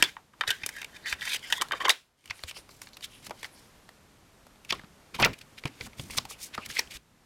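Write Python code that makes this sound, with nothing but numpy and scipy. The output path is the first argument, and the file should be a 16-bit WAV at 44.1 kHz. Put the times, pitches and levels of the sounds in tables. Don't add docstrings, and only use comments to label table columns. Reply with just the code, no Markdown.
import sys
import numpy as np
from scipy import signal
from scipy.fft import rfft, irfft, next_fast_len
from scipy.io import wavfile
from scipy.ndimage import uniform_filter1d

SR = 44100
rng = np.random.default_rng(int(sys.argv[2]) if len(sys.argv) > 2 else 0)


def volts_from_db(level):
    exponent = np.asarray(level, float) / 20
    return 10 ** exponent


def dump_mix(stems):
    frames = np.atleast_2d(stems).T
    limited = np.clip(frames, -1, 1)
    pcm = np.round(limited * 32767).astype(np.int16)
    wavfile.write(sys.argv[1], SR, pcm)


N = 319725
TIME = np.arange(N) / SR

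# t/s, peak level/dB, ring f/Hz, tick
# level/dB, decay/s
CASE_SNAPS = [(0.0245, 1, 2530, -8, 0.022), (0.037, -16.5, 3680, -13, 0.058),
              (0.167, -30, 1050, -32, 0.0057), (0.334, -45.5, 1120, -17.5, 0.04),
              (0.4092, -14, 1485, -19.5, 0.028), (0.436, -21, 1190, -32, 0.0115),
              (0.4757, -20, 3550, -10, 0.044), (0.5041, -11.5, 3000, -11, 0.033),
              (0.634, -24, 2230, -20, 0.031), (0.662, -17, 6050, -2.5, 0.021),
              (0.69, -22, 2000, -5.5, 0.021), (0.764, -33, 1700, -5, 0.033),
              (0.816, -27, 2460, -8, 0.02), (0.829, -29, 2150, -32, 0.012),
              (0.845, -26.5, 2380, -9, 0.014),
              (1.126, -13.5, 2100, -15, 0.014), (1.218, -24.5, 1830, -38, 0.022),
                  (1.267, -29.5, 2050, -19, 0.029), (1.345, -21, 2220, -8, 0.032),
                  (1.393, -37, 3000, -4, 0.02), (1.5, -25.5, 1700, -11, 0.059),
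                  (1.524, -9, 3000, -12, 0.028), (1.612, -16.5, 3340, -11, 0.032),
                  (1.6185, -14, 1030, -4, 0.03), (1.685, -35.5, 3500, -5, 0.019),
                  (1.71, -19, 1080, -41, 0.011), (1.719, -16, 1860, -15.5, 0.04),
                  (1.733, -20, 1230, -45.5, 0.018), (1.802, -22, 1190, -23, 0.06),
                  (1.851, -14, 1014, -25, 0.028), (1.881, -18, 937, -12, 0.041),
                  (1.893, -2.5, 3020, -12.5, 0.025), (1.902, -13.5, 4440, -6, 0.049)]
# t/s, peak level/dB, ring f/Hz, knock level/dB,
# tick level/dB
CARD_POPS = [(2.24, -49, 2530, -15, -12), (2.256, -37.5, 2470, -44, -4), (2.275, -41, 2680, -30, -13),
             (2.298, -30, 2670, -27, -32), (2.307, -20.5, 2330, -15.5, -29),
             (2.391, -38, 2210, -12, -26), (2.435, -21, 3520, -13, -14.5),
             (2.51, -28.5, 2670, -15, -16), (2.577, -41, 4430, -33, -28), (2.69, -38, 1060, -3, -11),
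             (2.816, -30, 5100, -11, -3.5), (2.87, -37, 3700, -15, -32), (2.968, -34, 5240, -17, -8),
             (3.007, -37, 3880, -12, -13), (3.266, -29.5, 4100, -13, -20),
             (3.307, -25, 910, 3.5, -12.5), (3.429, -25, 2100, -10, -14.5),
             (3.443, -25.5, 1980, -48, -20), (3.45, -29.5, 2010, -10, -17.5),
             (3.889, -34.5, 1880, -6, -18.5),
             (4.466, -42, 1210, 4, -6), (4.557, -49, 1480, -14.5, -16), (4.647, -38, 2520, -26, -11),
                 (4.705, -17.5, 2300, -33, -27), (4.723, -15.5, 3100, -9, -17), (4.793, -39, 1520, -7, -18),
                 (4.843, -43, 1200, -26.5, -29), (5.198, -17, 1520, -3.5, -15.5),
                 (5.224, -10, 1500, -5, -24), (5.246, -9, 5960, -26.5, -16),
                 (5.248, -15.5, 13000, -26, -28.5), (5.162, -32, 4700, -25, -20),
                 (5.331, -31.5, 2310, -39, -11), (4.813, -44, 1500, -20, -25),
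             (5.636, -28, 2350, -9, -22), (5.654, -20, 2490, -4.5, -13), (5.808, -26, 2300, -32, -24),
                  (5.931, -41.5, 2260, -15, -29), (5.995, -23.5, 3000, -9, -18),
                  (6.098, -35, 2360, -2, -25), (6.133, -37.5, 2460, -1, -16), (6.181, -23.5, 2440, -3, -21),
                  (6.251, -30, 950, -42, -13), (6.308, -36.5, 2600, 13, -22), (6.549, -26.5, 2350, -10, -9),
                  (6.577, -25, 2040, 4, -21), (6.659, -27, 2120, -22, -5), (6.7, -29.5, 1850, -12.5, -20),
                  (6.768, -22.5, 2040, -21, -19), (6.789, -22, 2200, -4, -10)]
# t/s, peak level/dB, ring f/Hz, knock level/dB, tick level/dB
SHORT_TICKS = [(1.058, -25.5, 2220, -21, -31), (1.071, -34, 1700, -6, -27), (1.21, -26, 3000, -25, -19),
               (1.275, -22.5, 2130, -12, -23), (1.894, -5, 3200, -31.5, -10),
               (1.900, -8.5, 2077, -15, -15.5), (2.72, -49, 4420, -24, -9), (2.888, -43, 4000, -23, -11),
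               (2.305, -28.5, 4300, -24, -18), (2.932, -40.5, 4050, -30, -10), (3.295, -35.5, 2500, 6, 0),
               (4.785, -48, 2260, -17.5, -25), (4.835, -42, 1500, 2, -31), (2.289, -48, 2655, -27, -4),
               (5.221, -19, 2600, -2, -7), (5.261, -22, 14000, -36, -15.5), (6.148, -37, 1480, 4, -14),
               (6.178, -26, 3870, -14.5, -7), (6.183, -12, 4530, -16.5, -14), (6.873, -42, 2880, -30, -9),
               (6.793, -12.5, 5090, -13, -5.5)]
# strongest t/s, rise/s, fall/s, body level/dB, sizzle over body/dB
CASE_RUBS = [(0.008, 0.02, 0.1, -42, -14.5), (0.48, 0.013, 0.042, -32, -10.5),
             (0.53, 0.013, 0.065, -50, -7.5), (0.64, 0.06, 0.093, -52.5, -11.5),
             (0.77, 0.051, 0.075, -49, -8.5), (0.961, 0.02, 0.018, -47.5, -11.5),
             (1.075, 0.021, 0.074, -36.5, -9), (1.225, 0.04, 0.1, -47, -12.5),
             (1.295, 0.08, 0.036, -37.5, -8.5), (1.345, 0.036, 0.028, -33.5, -4),
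             (1.48, 0.063, 0.043, -47.5, -6), (1.578, 0.07, 0.015, -48, 1.5), (0.93, 0.053, 0.33, -61, -13),
             (1.746, 0.0027, 0.045, -44, -13), (1.811, 0.01, 0.026, -40, -12),
             (1.858, 0.018, 0.012, -27.5, -24)]
# strongest t/s, rise/s, fall/s, body level/dB,
# sizzle over body/dB
CARD_RUBS = [(2.4, 0.23, 0.33, -59.5, -1), (2.49, 0.022, 0.027, -42, -1.5),
             (2.575, 0.037, 0.041, -49.5, -2.5), (2.705, 0.0083, 0.2, -66, 7.5),
             (2.83, 0.015, 0.069, -57.5, 4.5), (3.044, 0.029, 0.026, -40, -2.5),
             (3.13, 0.072, 0.17, -58.5, -2.5), (3.268, 0.048, 0.023, -48.5, 0),
             (3.438, 0.12, 0.079, -54, 0), (3.574, .06, 0.21, -64, 0.5), (5.39, 0.015, 0.0099, -48, -7.5),
             (5.414, 0.01, 0.018, -44.5, -5),
             (4.709, 0.027, 0.0085, -35.5, -4.5), (4.74, 0.0038, .06, -49, -7),
             (5.149, 0.015, 0.032, -38.5, -8), (5.209, 0.032, 0.023, -32, -9),
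             (5.25, 0.02, 0.025, -23, -27), (5.586, 0.021, 0.02, -44.5, -9.5),
             (5.677, 0.023, 0.017, -44.5, -7), (5.85, 0.16, 0.024, -52.5, -4.5),
             (5.989, 0.027, 0.22, -53.5, 3), (6.108, 0.01, 0.11, -46.5, 1.5), (6.178, 0.013, 0.013, -30, 2),
             (6.312, 0.031, 0.046, -46, 3.5), (6.439, 0.062, 0.06, -47, 5),
             (6.551, 0.024, 0.0061, -36, -14), (6.66, 0.15, .01, -49.5, -9),
             (6.703, 0.024, 0.11, -42.5, -2.5), (6.79, 0.049, 0.031, -34, -6.5),
             (6.913, 0.017, 0.049, -47, -7.5), (6.972, 0.069, 0.0077, -43, -3),
             (5.336, 0.0062, 0.012, -40, -6), (5.874, 0.056, 0.0063, -52, -2)]
# strongest t/s, rise/s, fall/s,
# level/dB, f/Hz
CASE_SINGS = [(.039, 0.008, 0.023, -30, 3370), (0.411, 0.0011, 0.0055, -23, 1700),
              (0.477, 0.0036, 0.006, -33, 3620), (.51, 0.021, 0.032, -33.5, 1600),
              (.51, 0.018, 0.034, -41.5, 3100), (.645, 0.0026, 0.0047, -48.5, 326),
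              (.77, 0.015, 0.029, -41.5, 1730), (.818, .003, .004, -49, 5940),
              (4.733, 0.0062, 0.0094, -36, 1100),
              (1.37, .01, 0.034, -56, 4600), (1.45, 0.02, 0.013, -46.5, 2050),
                 (1.45, 0.033, 0.033, -49, 3180), (1.46, .03, 0.12, -53, 5060),
                 (1.526, 0.0012, 0.011, -22, 1800), (1.573, 0.015, 0.038, -41, 3450),
                 (1.58, 0.017, 0.034, -44.5, 1960), (1.582, 0.0033, 0.0043, -41, 1055),
                 (1.818, 0.0083, 0.0068, -35, 1880), (1.806, 0.0027, 0.024, -38.5, 3100),
                 (1.83, 0.023, 0.014, -40, 1104), (1.856, .006, 0.012, -28.5, 3080),
                 (1.874, 0.0054, 0.0056, -31.5, 1070), (1.875, 0.0031, 0.0059, -28, 2100),
                 (1.885, 0.0036, 0.0056, -23, 1006), (1.905, 0.0015, 0.015, -23.5, 3750)]
# strongest t/s, rise/s, fall/s, level/dB, f/Hz
SLIDE_SINGS = [(1.072, 0.021, 0.016, -35, 1830), (1.09, 0.038, 0.033, -43, 4070),
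               (1.1, 0.015, 0.018, -47, 6400), (1.235, 0.01, 0.015, -43, 1910),
               (.49, 0.016, 0.042, -49, 427), (1.272, 0.011, 0.026, -40, 2080),
               (1.33, 0.033, 0.029, -35, 3740), (1.357, 0.011, 0.011, -37, 2370)]
# strongest t/s, rise/s, fall/s, level/dB, f/Hz
CARD_SINGS = [(2.36, 0.017, .03, -60.5, 9600), (2.495, 0.012, 0.011, -45.5, 2800),
              (2.49, 0.02, .015, -52, 7560), (2.565, 0.014, 0.011, -47.5, 2800),
              (2.57, .015, 0.02, -47.5, 4970), (2.57, 0.018, 0.039, -57, 9700),
              (0.028, 0.0026, 0.014, -39.5, 312), (2.71, .012, 0.011, -60, 4580),
              (2.587, 0.0044, 0.0084, -47, 478), (2.945, 0.011, 0.011, -57, 4240),
              (2.945, 0.013, .01, -60, 6150), (3.043, 0.015, 0.01, -39.5, 3360),
              (3.14, 0.025, 0.043, -57, 3000), (3.15, 0.049, 0.065, -63.5, 9900),
              (3.4, .02, 0.012, -58, 4450), (3.54, 0.021, 0.02, -60.5, 10100),
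              (3.57, 0.024, 0.05, -63.5, 4960), (4.708, 0.0056, 0.0034, -28.5, 3150),
              (4.708, .005, 0.0036, -31, 5000), (5.657, 0.0049, 0.006, -38, 300),
              (4.797, 0.0027, 0.0032, -43, 1930), (5.195, .006, 0.051, -36, 940),
              (5.212, 0.014, .01, -45, 13000), (5.241, 0.0088, 0.005, -18, 2210),
              (5.253, 0.004, 0.01, -20.5, 2520), (5.302, 0.0042, 0.0059, -48, 300),
              (5.335, 0.0026, 0.0096, -42, 2340), (5.585, 0.0096, 0.0099, -60, 3580),
              (5.814, 0.008, 0.013, -46.5, 458), (5.229, 0.0047, 0.011, -24, 3000),
              (6.11, 0.0067, 0.0092, -45, 2510), (6.186, 0.014, 0.0077, -41.5, 1010),
              (6.33, 0.01, 0.021, -49, 2720), (6.581, 0.002, 0.0071, -33, 1310),
              (6.635, 0.018, .015, -48, 2520), (6.714, .004, .004, -43.5, 6030),
              (6.769, .002, 0.0049, -29, 2160), (6.794, 0.0045, 0.0077, -26, 2120),
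              (6.794, 0.0028, 0.0027, -22.5, 4930), (6.95, 0.028, 0.011, -55, 2300)]
# f/Hz, width/Hz, level/dB
CASE_MODES = [(1000, 110, -7), (1680, 100, 0), (1880, 110, -2), (2350, 150, -8), (3100, 110, -2),
              (3620, 120, -1), (4750, 140, -8)]
# f/Hz, width/Hz, level/dB
CARD_MODES = [(1700, 2000, 2), (2300, 350, 13), (2940, 2100, 15.5), (4470, 710, 6), (5220, 230, -6.5)]
# strongest t/s, rise/s, fall/s, level/dB
FLEX = [(1.724, 0.0019, 0.04, -34.5), (1.89, 0.1, 0.011, -36), (2.57, 0.014, 0.031, -50.5),
        (4.728, 0.0026, 0.013, -33), (4.86, 0.03, 0.0079, -59.5), (5.145, 0.0065, 0.033, -41),
        (5.215, 0.03, 0.011, -25.5), (5.262, 0.034, 0.032, -26.5), (5.806, 0.0097, 0.031, -48),
        (5.863, 0.0078, 0.018, -43.5), (6.585, 0.0039, 0.016, -39), (1.622, 0.027, 0.0048, -34),
        (5.66, 0.0025, 0.014, -35)]
# t/s, level/dB
STIRRED_AIR = [(0.0, -75.5), (1.309, -68.5), (1.77, -75.5), (1.922, -94), (2.26, -77), (2.52, -66),
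               (5.052, -67.5), (6.081, -62.5), (7.25, -71.5)]
# strongest t/s, rise/s, fall/s, level/dB
FAN = [(0.03, 0.0083, 0.099, -57), (4.718, 0.01, 0.098, -46), (5.165, 0.039, 0.017, -47.5),
       (5.22, 0.037, 0.07, -29.5), (5.3, 0.04, 0.047, -37), (6.0, 0.034, 0.19, -52.5),
       (6.16, 0.04, 0.14, -49), (5.69, 0.039, 0.055, -63), (5.85, 0.033, 0.051, -49),
       (6.1, 0.085, 0.051, -60), (6.68, 0.034, 0.064, -57), (3.3, 0.1, 0.08, -60)]
# t/s, peak level/dB, f/Hz
PUFFS = [(0.027, -46.5, 247), (0.483, -54, 114), (0.635, -58, 101), (1.128, -56.5, 69), (2.3, -58, 100),
         (2.442, -54, 77.5), (2.587, -69, 54.5), (3.299, -57.5, 226), (4.708, -53.5, 163.4),
         (4.84, -56.5, 193), (5.653, -38, 142), (5.81, -53, 115), (5.996, -45, 135), (6.177, -50, 120),
         (6.584, -46.5, 224), (6.951, -61, 52.6)]
# t/s, f/Hz, level/dB
SQUEAK = [(3.64, 12900, -78.5), (3.7, 12800, -84), (3.79, 11800, -79), (3.85, 10630, -72)]
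# f/Hz, t60/s, level/dB
ROOM = [(300, 0.16, -7), (1381, 0.17, -13.5), (3950, 0.25, -19.5), (12000, 0.31, -21.5)]
# f/Hz, level/dB per Hz
HISS_COLOUR = [(15, -41), (25, -4.5), (131, -6), (410, -10.5), (952, -13), (1060, -13), (1250, -14.5),
               (6730, -24), (13600, -29.5), (16500, -63.5)]
# t/s, level/dB
HISS_LEVEL = [(0, -39.5), (.03, -56.5), (.32, -67), (.42, -58), (1.88, -54.5), (1.92, -67.5), (2.22, -74.5),
              (2.261, -61.5), (3.599, -58), (4.1, -61), (5.15, -59), (6.97, -56), (6.99, -66.5),
              (7.25, -64)]

CASE_REACH, CARD_REACH = 2.5, 8


def case_snaps():
    s, db, hz, tick_db, decay = np.transpose(CASE_SNAPS)
    knock_db = -13.5 + 0.19 * tick_db
    snaps = np.transpose([s, db, hz, knock_db, tick_db])
    return clicks(snaps, decay, CASE_MODES, broad_db=-9.0, ring_db=-0.7, rise=.03, reach=CASE_REACH)


def card_creases():
    pops = CARD_POPS
    return clicks(pops, 0.0242, CARD_MODES, broad_db=-17.0, ring_db=-5.5, rise=0.0824, reach=CARD_REACH)


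def short_ticks():
    return clicks(SHORT_TICKS, 0.014, CARD_MODES, broad_db=-6.5, ring_db=3.5, rise=0.055, reach=CARD_REACH)


def case_scrapes():
    return rubs(CASE_RUBS, CASE_MODES, edge_db=3.0, sheet_hz=3000, broad_db=-12.5,
                rough_db=3.5, flicker_db=3.5, free_db=-0.5)


def card_strokes():
    return rubs(CARD_RUBS, CARD_MODES, edge_db=18.5, sheet_hz=3370, broad_db=-79.5,
                rough_db=3.0, flicker_db=3.0, free_db=-11.0)


def singing_panels():
    narrow = [(*row, 1.06) for row in CASE_SINGS]
    wide = [(*row, 1.14) for row in SLIDE_SINGS + CARD_SINGS]
    return sings(narrow + wide)


def clicks(events, decay, modes, broad_db, ring_db, rise, reach):
    t = np.arange(2048) / SR
    s, db, hz, knock_db, tick_db = np.transpose(events)
    decay = np.maximum(decay * np.ones(len(s)), .003)[:, None]
    shape = np.minimum(t / (rise * decay), 1) * np.exp(-np.log(1000) * t / decay)
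    crack = 1 + 1.54 * np.exp(-((t - rise * decay) / 0.00011) ** 2)
    chatter = rng.standard_normal((len(s), 2, len(t)))
    push, scratch = np.moveaxis(chatter, 1, 0) * shape * crack
    own = np.array([band(p, f / 1.2, f * 1.2) for p, f in zip(push, hz)])
    soft = np.array([band(p, 280, reach * f) for p, f in zip(push, hz)])
    knock = band(push, 350, 1200)
    parts = [body(soft, modes, broad_db), own, knock, treble(scratch)]
    gains = [0 * s, ring_db + 0 * s, knock_db, tick_db + 8.0]
    click = 0
    for gain_db, part in zip(gains, parts):
        click = click + volts_from_db(gain_db)[:, None] * part / np.abs(part).max(axis=1, keepdims=True)
    click = click * (volts_from_db(db) / np.abs(click).max(axis=1))[:, None]
    out = np.zeros(N)
    for start, one in zip((s * SR).astype(int), click):
        out[start:start + len(t)] += one
    return out


def rubs(rows, modes, edge_db, sheet_hz, broad_db, rough_db, flicker_db, free_db):
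    grains = slips(rough_db, flicker_db, hold=150)
    sizzle = unit(treble(slips(rough_db, flicker_db, hold=300)))
    out = np.zeros(N)
    grips = rng.uniform([6500, -1], [11000, 1], (len(rows), 2))
    for (*shape, bright_db), (patch_hz, bend) in zip(rows, grips):
        on, gain = stroke(*shape, edge_db)
        free_hz = np.clip(sheet_hz * 2 ** (bright_db / 24), .62 * sheet_hz, 5000)
        bent = [(hz * (1 + .06 * bend), width, db) for hz, width, db in modes]
        ring = unit(body(grains[on], bent, broad_db))
        ring = unit(band(ring, free_hz / 2.3, 9000))
        along, glide = np.linspace(0, np.pi / 2, len(gain)), 1.1
        low, high = (unit(band(grains[on], f / 1.12, f * 1.12)) for f in (free_hz / glide, free_hz * glide))
        sheet = volts_from_db(free_db) * (np.cos(along) * low + np.sin(along) * high)
        patch = .18 * unit(band(sizzle[on], patch_hz / 1.08, patch_hz * 1.08))
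        dull = (ring + sheet) / np.hypot(1, volts_from_db(free_db))
        out[on] += gain * (dull + volts_from_db(bright_db) * (sizzle[on] + patch))
    return out


def sings(rows):
    grains, out = slips(rough_db=1.5, flicker_db=2.5, hold=150), np.zeros(N)
    for s, rise, fall, db, hz, width in rows:
        rise, fall = max(rise, .0015), max(fall, .0015)
        on = slice(max(int((s - 2 * rise) * SR), 0), int((s + 2 * fall) * SR))
        lead = min(on.start, 400)
        t = TIME[on] - s
        ring = unit(band(grains[on.start - lead:on.stop], hz / width, hz * width)[lead:])
        out[on] += ring * volts_from_db(db - 9 * np.maximum(-t / rise, t / fall) ** 2)
    return out


def slips(rough_db, flicker_db, hold):
    grip = uniform_filter1d(np.repeat(rng.standard_normal(N // hold + 1), hold), hold)[:N]
    grain = np.minimum(rng.exponential(size=N), 5)
    return rng.standard_normal(N) * volts_from_db(rough_db * grain + flicker_db * grip)


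def body(x, modes, broad_db):
    rings = 0
    for hz, width, db in modes:
        rings = rings + volts_from_db(db) * signal.lfilter(*signal.iirpeak(hz, hz / max(width, 90), fs=SR), x)
    return band(rings, 860, 5100) + volts_from_db(broad_db) * band(x, 1600, 6160)


def treble(x):
    return band(signal.lfilter(*signal.butter(1, 6000, fs=SR), x), 4600, 14800)


def stroke(s, rise, fall, db, edge_db):
    rise, fall = max(rise, .003), max(fall, .003)
    on = slice(max(int((s - rise) * SR), 0), int((s + fall) * SR))
    t = TIME[on] - s
    touch = np.clip(np.minimum(t + rise, fall - t) / 0.011, 0, 1)
    return on, touch * volts_from_db(db - edge_db * np.maximum(-t / rise, t / fall))


def swells(rows, edge_db):
    gain = np.zeros(N)
    for row in rows:
        on, shape = stroke(*row, edge_db)
        gain[on] += shape
    return gain


def band(x, low_hz, high_hz):
    sos = signal.butter(3, [low_hz, min(high_hz, .45 * SR)], "band", fs=SR, output="sos")
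    return signal.sosfilt(sos, x)


def unit(x):
    return x / np.sqrt(np.mean(x ** 2))


def flex():
    rumble = unit(band(slips(rough_db=-5.0, flicker_db=4.5, hold=300), 290, 1600))
    return swells(FLEX, edge_db=11.5) * rumble


def flap():
    s, db = np.transpose(STIRRED_AIR)
    gain = volts_from_db(np.interp(TIME, s, db)) + swells(FAN, edge_db=13.5)
    out = gain * unit(band(slips(rough_db=-1.5, flicker_db=2.0, hold=900), 25, 270))
    t = np.arange(8192) / SR
    for s, db, hz in PUFFS:
        puff = volts_from_db(db + 15.5) * np.sin(2 * np.pi * hz * t) * np.exp(-hz * t / 1.17)
        out[int(s * SR):][:len(t)] -= puff
    return out


def squeak():
    s, hz, db = np.transpose(SQUEAK)
    on = (TIME > s[0]) & (TIME < s[-1])
    phase = 2 * np.pi * np.cumsum(np.interp(TIME, s, hz)) / SR
    return on * volts_from_db(np.interp(TIME, s, db)) * np.sin(phase)


def room(x):
    hz, t60, db = np.transpose(ROOM)
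    late = np.pad(x, (int(0.0012 * SR), 0))[:N]
    out, step = 0, 2 ** (1 / 4)
    for f in 300 * 2 ** np.arange(0, 6, .5):
        keep = np.exp(-2 * np.log(1000) / np.interp(np.log(f), np.log(hz), t60) / SR)
        energy = signal.lfilter([1 - keep], [1, -keep], band(late, f / step, f * step) ** 2)
        echo = unit(band(rng.standard_normal(N), f / step, f * step))
        out = out + volts_from_db(np.interp(np.log(f), np.log(hz), db)) * np.sqrt(energy) * echo
    return out


def hiss():
    size = next_fast_len(N)
    hz, db = np.transpose(HISS_COLOUR[:-1] + [(15000, -46.0), (15800, -46.0)])
    colour = volts_from_db(np.interp(np.log(np.fft.rfftfreq(size, 1 / SR) + 1), np.log(hz), db))
    air = irfft(rfft(rng.standard_normal(size)) * colour, size)[:N]
    s, level_db = np.transpose(HISS_LEVEL)
    return volts_from_db(np.interp(TIME, s, level_db)) * unit(air)


def scene():
    case = case_snaps() + case_scrapes()
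    card = card_creases() + card_strokes()
    near = case + card + flex() + short_ticks() + singing_panels()
    air = hiss()
    echo = room(near + air / 100)
    return (near + echo + flap() + squeak() + air)[None]


def top_cut(x):
    return signal.sosfilt(signal.butter(12, 16960, fs=SR, output="sos"), x)


def record(dry):
    rounded = np.tanh(dry / 1.043) * 1.151
    top = signal.ellip(8, .5, 60, 16300, fs=SR, output="sos")
    return top_cut(signal.sosfilt(top, rounded))


dry = scene()
out = record(dry)
dump_mix(out)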